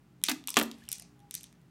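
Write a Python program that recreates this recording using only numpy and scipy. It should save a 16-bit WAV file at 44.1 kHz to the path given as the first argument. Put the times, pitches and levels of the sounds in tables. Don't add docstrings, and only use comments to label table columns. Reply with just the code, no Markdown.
import sys
import numpy as np
from scipy import signal
from scipy.fft import rfft, irfft
from scipy.io import wavfile
from scipy.ndimage import uniform_filter1d

SR = 44100
rng = np.random.default_rng(int(sys.argv[2]) if len(sys.argv) > 2 else 0)


def output_pcm(signal):
    pcm = np.clip(np.atleast_2d(signal).T, -1, 1) * 32767
    wavfile.write(sys.argv[1], SR, np.round(pcm).astype(np.int16))


N = 74970

# f/Hz, level/dB
AIR_SPECTRUM = [(15, -56), (25, -33.5), (49, -16), (92, -15.5), (127, -1.5), (242, -11.5), (263, -18.5),
                (293, -5.5), (373, -25), (405, -24), (607, -23), (796, -25), (1260, -25.5), (8360, -42.5),
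                (16000, -52)]
HUM_PARTIALS = [(59.2, -72), (129, -70.5), (177, -65), (237, -70.5), (291, -75.5), (354, -75.5), (412, -75)]
# t/s, level/dB
AIR_ENVELOPE = [(0, 0.5), (.2, -0.5), (.8, 1), (1.15, 1.5), (1.7, 0.5)]
HUM_ENVELOPE = [(0, -5.5), (.25, 0), (.8, -6), (1.05, -0.5), (1.3, -2), (1.7, -1.5)]
RINGING_ENVELOPE = [(0, -85), (.95, -78.5), (1.05, -69.5), (1.13, -86.5), (1.19, -71), (1.26, -66.5),
                    (1.32, -86), (1.38, -75), (1.46, -87), (1.7, -87)]
# t/s, level/dB, row transit/s, later contacts/0-1, tilt/(dB/oct), knock/dB
CLACKS = [(0.2159, -37.5, 0.00038, 0.8, -12.5, -1.5), (0.2278, -46, 0.00028, 0.7, -2, 4.5),
          (0.2387, 3, 0.00093, 0, 0.5, 7), (.4741, -9, 0.00022, 0, 0, -2.5),
          (0.4914, -13.5, 0.00039, 0.8, -4.5, -8), (0.4912, -15.5, 0.00027, 1, 2.5, 1),
          (0.504, -10, 0.00034, 0.63, 3, -12), (0.8891, -13.5, 0.00037, 0.38, -2.5, -7),
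          (0.9169, -9.5, 0.00038, 0.07, 2.5, 0), (0.9274, -12, 0.00034, 0, 0.5, -4),
          (.9295, -8.5, 0.00034, 0.07, 1.5, -3.5), (0.9836, -26.5, .0007, 0.14, 1, 7),
          (0.9975, -20, .0006, 1, -5, -7), (1.0225, -25.5, 0.00048, .9, -5, -3.5),
          (1.193, -45, .0003, 0.6, -4.5, 4.5), (1.203, -45, 0.00033, 0.28, -6.5, 3),
          (1.3104, -16.5, 0.00018, 0, 0, 2), (1.342, -13, 0.00054, 0.27, -1, -5),
          (1.3513, -9, 0.00066, 1, 1, -3), (1.4098, -28, .0002, 0.08, -3, 4),
          (1.4325, -24, 0.00051, 1, 1, 1), (1.4413, -24, 0.00027, 0.52, -2.5, 3.5),
          (1.5274, -38.5, 0.00021, .15, -7.5, 1.5), (1.616, -52.5, 0.00031, 0.25, -2.5, 2.5)]
# f/Hz, level/dB
BALL_SPECTRUM = [(100, -48.5), (400, -49.5), (1000, -31.5), (1500, -24.5), (2300, -13), (4500, -13),
                 (7000, -3.5), (9200, 3), (10700, -2.5), (12500, 2), (14200, -19), (16000, -27.5)]
FRAME_SPECTRUM = [(400, -42.5), (1200, -19.5), (2400, -6), (3700, 1), (4700, -6), (5800, 0.5),
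                  (7500, -12.5), (9300, -7), (12000, -9), (16000, -25.5)]
BALL_ROOM_SPECTRUM = [(400, -26), (1200, -15), (2400, 0.5), (4500, -1), (6000, 6), (7500, 0), (9000, 0.5),
                      (10500, -11.5), (13000, -12.5), (16000, -19)]
# t/s, level/dB, tilt/(dB/oct), dent f/Hz, dent gain/dB, t60/s
BOTTLE_BLOWS = [(.2852, -0.5, 1.5, 3920, 15.5, 0.015), (0.2879, -6.5, -4, 1204, 2.5, 0.063),
                (.2937, -5, 4.5, 5930, 7.5, 0.032), (.2960, -7.5, 4, 3030, 2.5, 0.016),
                (.2988, -13, 2.5, 9170, 11.5, .008), (.3015, -7.5, 2, 2193, 6, 0.031),
                (.3148, -5.5, 2.5, 5500, 7, 0.018), (.5689, 7, -1, 7000, 12.5, 0.013),
                (.5705, 4, -3, 2980, 9, 0.037), (.5752, 0.5, 1, 3200, 6.5, 0.035),
                (.5888, -2, 5.5, 3540, 6.5, 0.016), (.5982, -5, 1.5, 1838, -3, 0.0056),
                (.6128, -5, -0.5, 2000, 1.5, 0.012), (.6150, -4, -4, 522, 5.5, 0.051)]
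# f/Hz, level/dB
SHELL_SPECTRUM = [(25, -43), (60, -22), (140, -21), (260, 2.5), (480, -6), (750, 2), (1200, 1), (2500, 1),
                  (5000, -8), (9000, -12.5), (13000, -13), (16000, -22)]
SHELL_ROOM_SEND = [(100, -8.5), (300, -5), (800, -13.5), (2500, -14.5), (6000, -15.5), (14000, -16)]
# t/s, f/Hz, level/dB, swell/s, t60/s, relative glide/(1/s)
BUBBLES = [(0.305, 258.8, -30.5, 0.025, 0.073, 0.012), (.300, 299.8, -34.5, 0.031, 0.11, 0.011),
           (.41, 256, -54.5, 0.028, 0.41, 0.01), (.818, 1655, -55, 0.0042, 0.063, 8.2),
           (0.831, 80, -53, 0.017, 0.074, .01), (0.864, 134.2, -52, 0.031, 0.16, .01),
           (.8812, 2920, -42, 0.00046, 0.011, 3.4), (1.017, 672, -57, 0.003, 0.044, 1.6)]
# t/s, level/dB, tilt/(dB/oct)
TICKS = [(.4400, -31, -2), (0.4841, -11.5, -4), (.5422, -13, 1.5), (0.5585, -24.5, -4.5), (.5621, -17, -3),
         (0.6284, -10, 21), (0.6346, -15, 3), (.6360, -27, 9), (.6527, -37, -2), (0.7144, -20, 0.5),
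         (0.7847, -42, 6), (.8387, -37.5, 1), (0.854, -40, 1)]
# f/Hz, level/dB
TICK_SPECTRUM = [(100, -30.5), (550, -32), (1000, -3), (1600, -11.5), (2300, -1), (3600, 6.5), (5200, -1.5),
                 (7800, -2), (10500, -8.5), (13500, -6), (16000, -26)]
TICK_ROOM_SEND = [(300, -6), (3000, -10.5), (8000, -13), (14000, -17.5)]
# t/s, level/dB
LANDINGS = [(0.5697, -1.5), (0.6141, -14.5)]
# f/Hz, level/dB, t60/s
STOOL_MODES = [(228.5, -29, 0.48), (265.5, -31.5, 0.094), (292, -22, 0.095), (381.7, -35, 0.31),
               (392, -33, 0.29), (552, -44.5, .2), (668, -39.5, 0.12), (707, -37, .2), (812, -36, 0.11),
               (929, -36, 0.24), (1206, -30, 0.19), (1791, -30.5, .12), (2660, -34, .08), (3330, -29, .08)]
# t/s, level/dB
SPLASH_ENVELOPE = [(.66, -102), (.74, -71), (.80, -65), (.86, -68), (.92, -73), (1.08, -76.5), (1.2, -90)]
# f/Hz, level/dB
DROP_SPECTRUM = [(200, -31), (900, -4.5), (2500, 2.5), (5000, -4), (8500, -6), (12000, -9), (16000, -21.5)]
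# f/Hz, t60/s
ROOM_DECAY = [(150, .40), (500, .36), (1500, .29), (4000, .28), (8000, .28), (11000, .23), (15000, .18)]
# t/s, level/dB
ECHOES = [(.0053, -9.5), (.0112, -12), (.0135, -19), (.0228, -11), (.0282, -6.5)]

TAPS = 4096
GRID_HZ, GRID_S = np.fft.rfftfreq(TAPS, 1 / SR), np.arange(TAPS) / SR


def amp(db):
    return 10 ** (np.asarray(db) / 20)


def unit(x):
    return x / np.sqrt(np.sum(x ** 2) + 1e-20)


def add(mix, at_s, sound):
    part = mix[max(round(at_s * SR), 0):][:len(sound)]
    part += sound[:len(part)]


def envelope(points):
    return amp(np.interp(np.arange(N) / SR, *np.transpose(points)))


def lookup(points, hz=GRID_HZ):
    points_hz, values = np.transpose(points)
    return np.interp(np.log(hz + 1), np.log(points_hz + 1), values)


def coloured(x, points):
    gain = amp(lookup(points, np.fft.rfftfreq(2 * N, 1 / SR)))
    return irfft(rfft(x, 2 * N) * gain)[:N]


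def tilted(points, db_per_oct):
    return lookup(points) + db_per_oct * np.log2(np.maximum(GRID_HZ, 250) / 1000)


def bell(hz, width_oct):
    return np.exp(-.5 * (np.log2((GRID_HZ + 1) / hz) / width_oct) ** 2)


def pulse(spectrum_db):
    log_gain = np.log(amp(np.r_[spectrum_db, spectrum_db[-2:0:-1]]))
    spectrum = np.exp(np.conj(signal.hilbert(log_gain)))
    return unit(np.fft.ifft(spectrum).real)


def whitened(x, width_bins):
    power = abs(rfft(x, 2 * TAPS)[::2]) ** 2
    smooth_db = 10 * np.log10(abs(uniform_filter1d(power, size=width_bins)) + 1e-9)
    return unit(signal.fftconvolve(x, pulse(-smooth_db))[:TAPS])


def ring(spectrum_db, t60_s):
    decay = rng.standard_normal(TAPS) * 1e-3 ** (GRID_S / t60_s)
    return unit(signal.fftconvolve(whitened(decay, width_bins=61), pulse(spectrum_db))[:TAPS])


def tone(hz, db, swell_s, t60_s, glide_per_s=0):
    t = np.arange(SR // 2) / SR
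    fade_db = -60 * np.maximum(t - swell_s, 0) / t60_s
    phase = 2 * np.pi * hz * t * (1 + glide_per_s * t / 2)
    return amp(db + fade_db) * np.minimum(t / swell_s, 1) * np.sin(phase)


def wavering(hz, knots, depth):
    t = np.arange(N) / SR
    offsets = rng.standard_normal(knots) + 1j * rng.standard_normal(knots)
    drift = np.interp(t, np.linspace(0, t[-1], knots), offsets)
    return unit(((1 + depth * drift) * np.exp(2j * np.pi * hz * t)).real) * np.sqrt(N)


def room(x, build_s=.012):
    t = np.arange(SR // 2) / SR
    hz, frame_s, noise = signal.stft(rng.standard_normal(len(t)), SR, nperseg=256)
    decay = 1e-3 ** (frame_s / lookup(ROOM_DECAY, hz)[:, None])
    tail = signal.istft(noise * decay, SR, nperseg=256)[1][:len(t)]
    response = unit(tail * np.minimum(t / build_s, 1))
    for at_s, db in ECHOES:
        add(response, at_s, amp([db]))
    return signal.fftconvolve(x, response)[:N]


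def background(air_db=-63.5, ringing_hz=815, hiss_db=-81.5):
    air = amp(air_db) * unit(coloured(rng.standard_normal(N), AIR_SPECTRUM)) * np.sqrt(N)
    hum = sum(amp(db) * wavering(hz, knots=30, depth=0.4) for hz, db in HUM_PARTIALS)
    ringing = envelope(RINGING_ENVELOPE) * wavering(ringing_hz, knots=90, depth=0.82)
    hiss = amp(hiss_db) * rng.standard_normal(N)
    return envelope(AIR_ENVELOPE) * air + envelope(HUM_ENVELOPE) * hum + ringing + hiss


def cradle(frame_delay_s=.0003, frame_db=-4.5, room_db=-11):
    direct, send = np.zeros((2, N))
    for at_s, db, transit_s, later_gain, tilt, knock_db in CLACKS:
        contacts = np.zeros(256)
        contacts[0] = 1
        for fraction in (np.arange(1, 4) + rng.uniform(-.25, .25, 3)) / 3:
            add(contacts, fraction * transit_s, np.array([later_gain]))
        contacts = whitened(contacts, width_bins=301)
        knock_band_db = knock_db * bell(hz=2980, width_oct=0.42)
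        click = pulse(tilted(BALL_SPECTRUM, tilt) + knock_band_db)
        scatter = ring(tilted(FRAME_SPECTRUM, tilt) + knock_band_db, t60_s=.008)
        add(click, frame_delay_s, amp(frame_db) * scatter)
        add(direct, at_s, amp(db) * unit(signal.fftconvolve(click, contacts)))
        room_click = pulse(tilted(BALL_ROOM_SPECTRUM, tilt) + knock_band_db / 2)
        add(send, at_s, amp(db) * unit(signal.fftconvolve(room_click, contacts)))
    return direct + amp(room_db) * room(send)


def bottle(snap_db=-13):
    out = np.zeros(N)
    for at_s, db, tilt, dent_hz, dent_db, t60_s in BOTTLE_BLOWS:
        spectrum_db = tilted(SHELL_SPECTRUM, tilt) + dent_db * bell(dent_hz, width_oct=0.24)
        blow = amp(snap_db) * pulse(spectrum_db) + ring(spectrum_db, t60_s)
        add(out, at_s, amp(db) * unit(blow))
    return out + room(coloured(out, SHELL_ROOM_SEND))


def bubbles(room_db=-15.5):
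    out = np.zeros(N)
    for at_s, *bubble in BUBBLES:
        add(out, at_s, tone(*bubble))
    return out + amp(room_db) * room(out)


def ticks(ring_db=-1):
    out = np.zeros(N)
    for at_s, db, tilt in TICKS:
        spectrum_db = tilted(TICK_SPECTRUM, tilt)
        tick = pulse(spectrum_db) + amp(ring_db) * ring(spectrum_db, t60_s=.009)
        add(out, at_s, amp(db) * unit(tick))
    return out + room(coloured(out, TICK_ROOM_SEND))


def stool(swell_s=0.0036, room_db=-17):
    out = np.zeros(N)
    thud = sum(tone(hz, db, swell_s, t60_s) for hz, db, t60_s in STOOL_MODES)
    for at_s, db in LANDINGS:
        add(out, at_s, amp(db) * thud)
    return out + amp(room_db) * room(out)


def splash(drops_per_s=4500, spread_db=2.5, room_gain=.7):
    sizes = amp(spread_db * np.minimum(rng.exponential(1, N), 5)) * rng.choice([-1, 1], N)
    hits = rng.random(N) < drops_per_s / SR
    drops = coloured(sizes * hits, DROP_SPECTRUM)
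    return envelope(SPLASH_ENVELOPE) * unit(drops + room_gain * room(drops)) * np.sqrt(N)


def scene():
    return (background() + cradle() + bottle() + bubbles() + ticks() + stool() + splash())[None]


def record(dry):
    cutoff_hz = 16200
    lowpass = signal.firwin(255, cutoff_hz, window=("kaiser", 9), fs=SR)
    return signal.oaconvolve(dry, lowpass[None], "same")


dry = scene()
out = record(dry)
output_pcm(out)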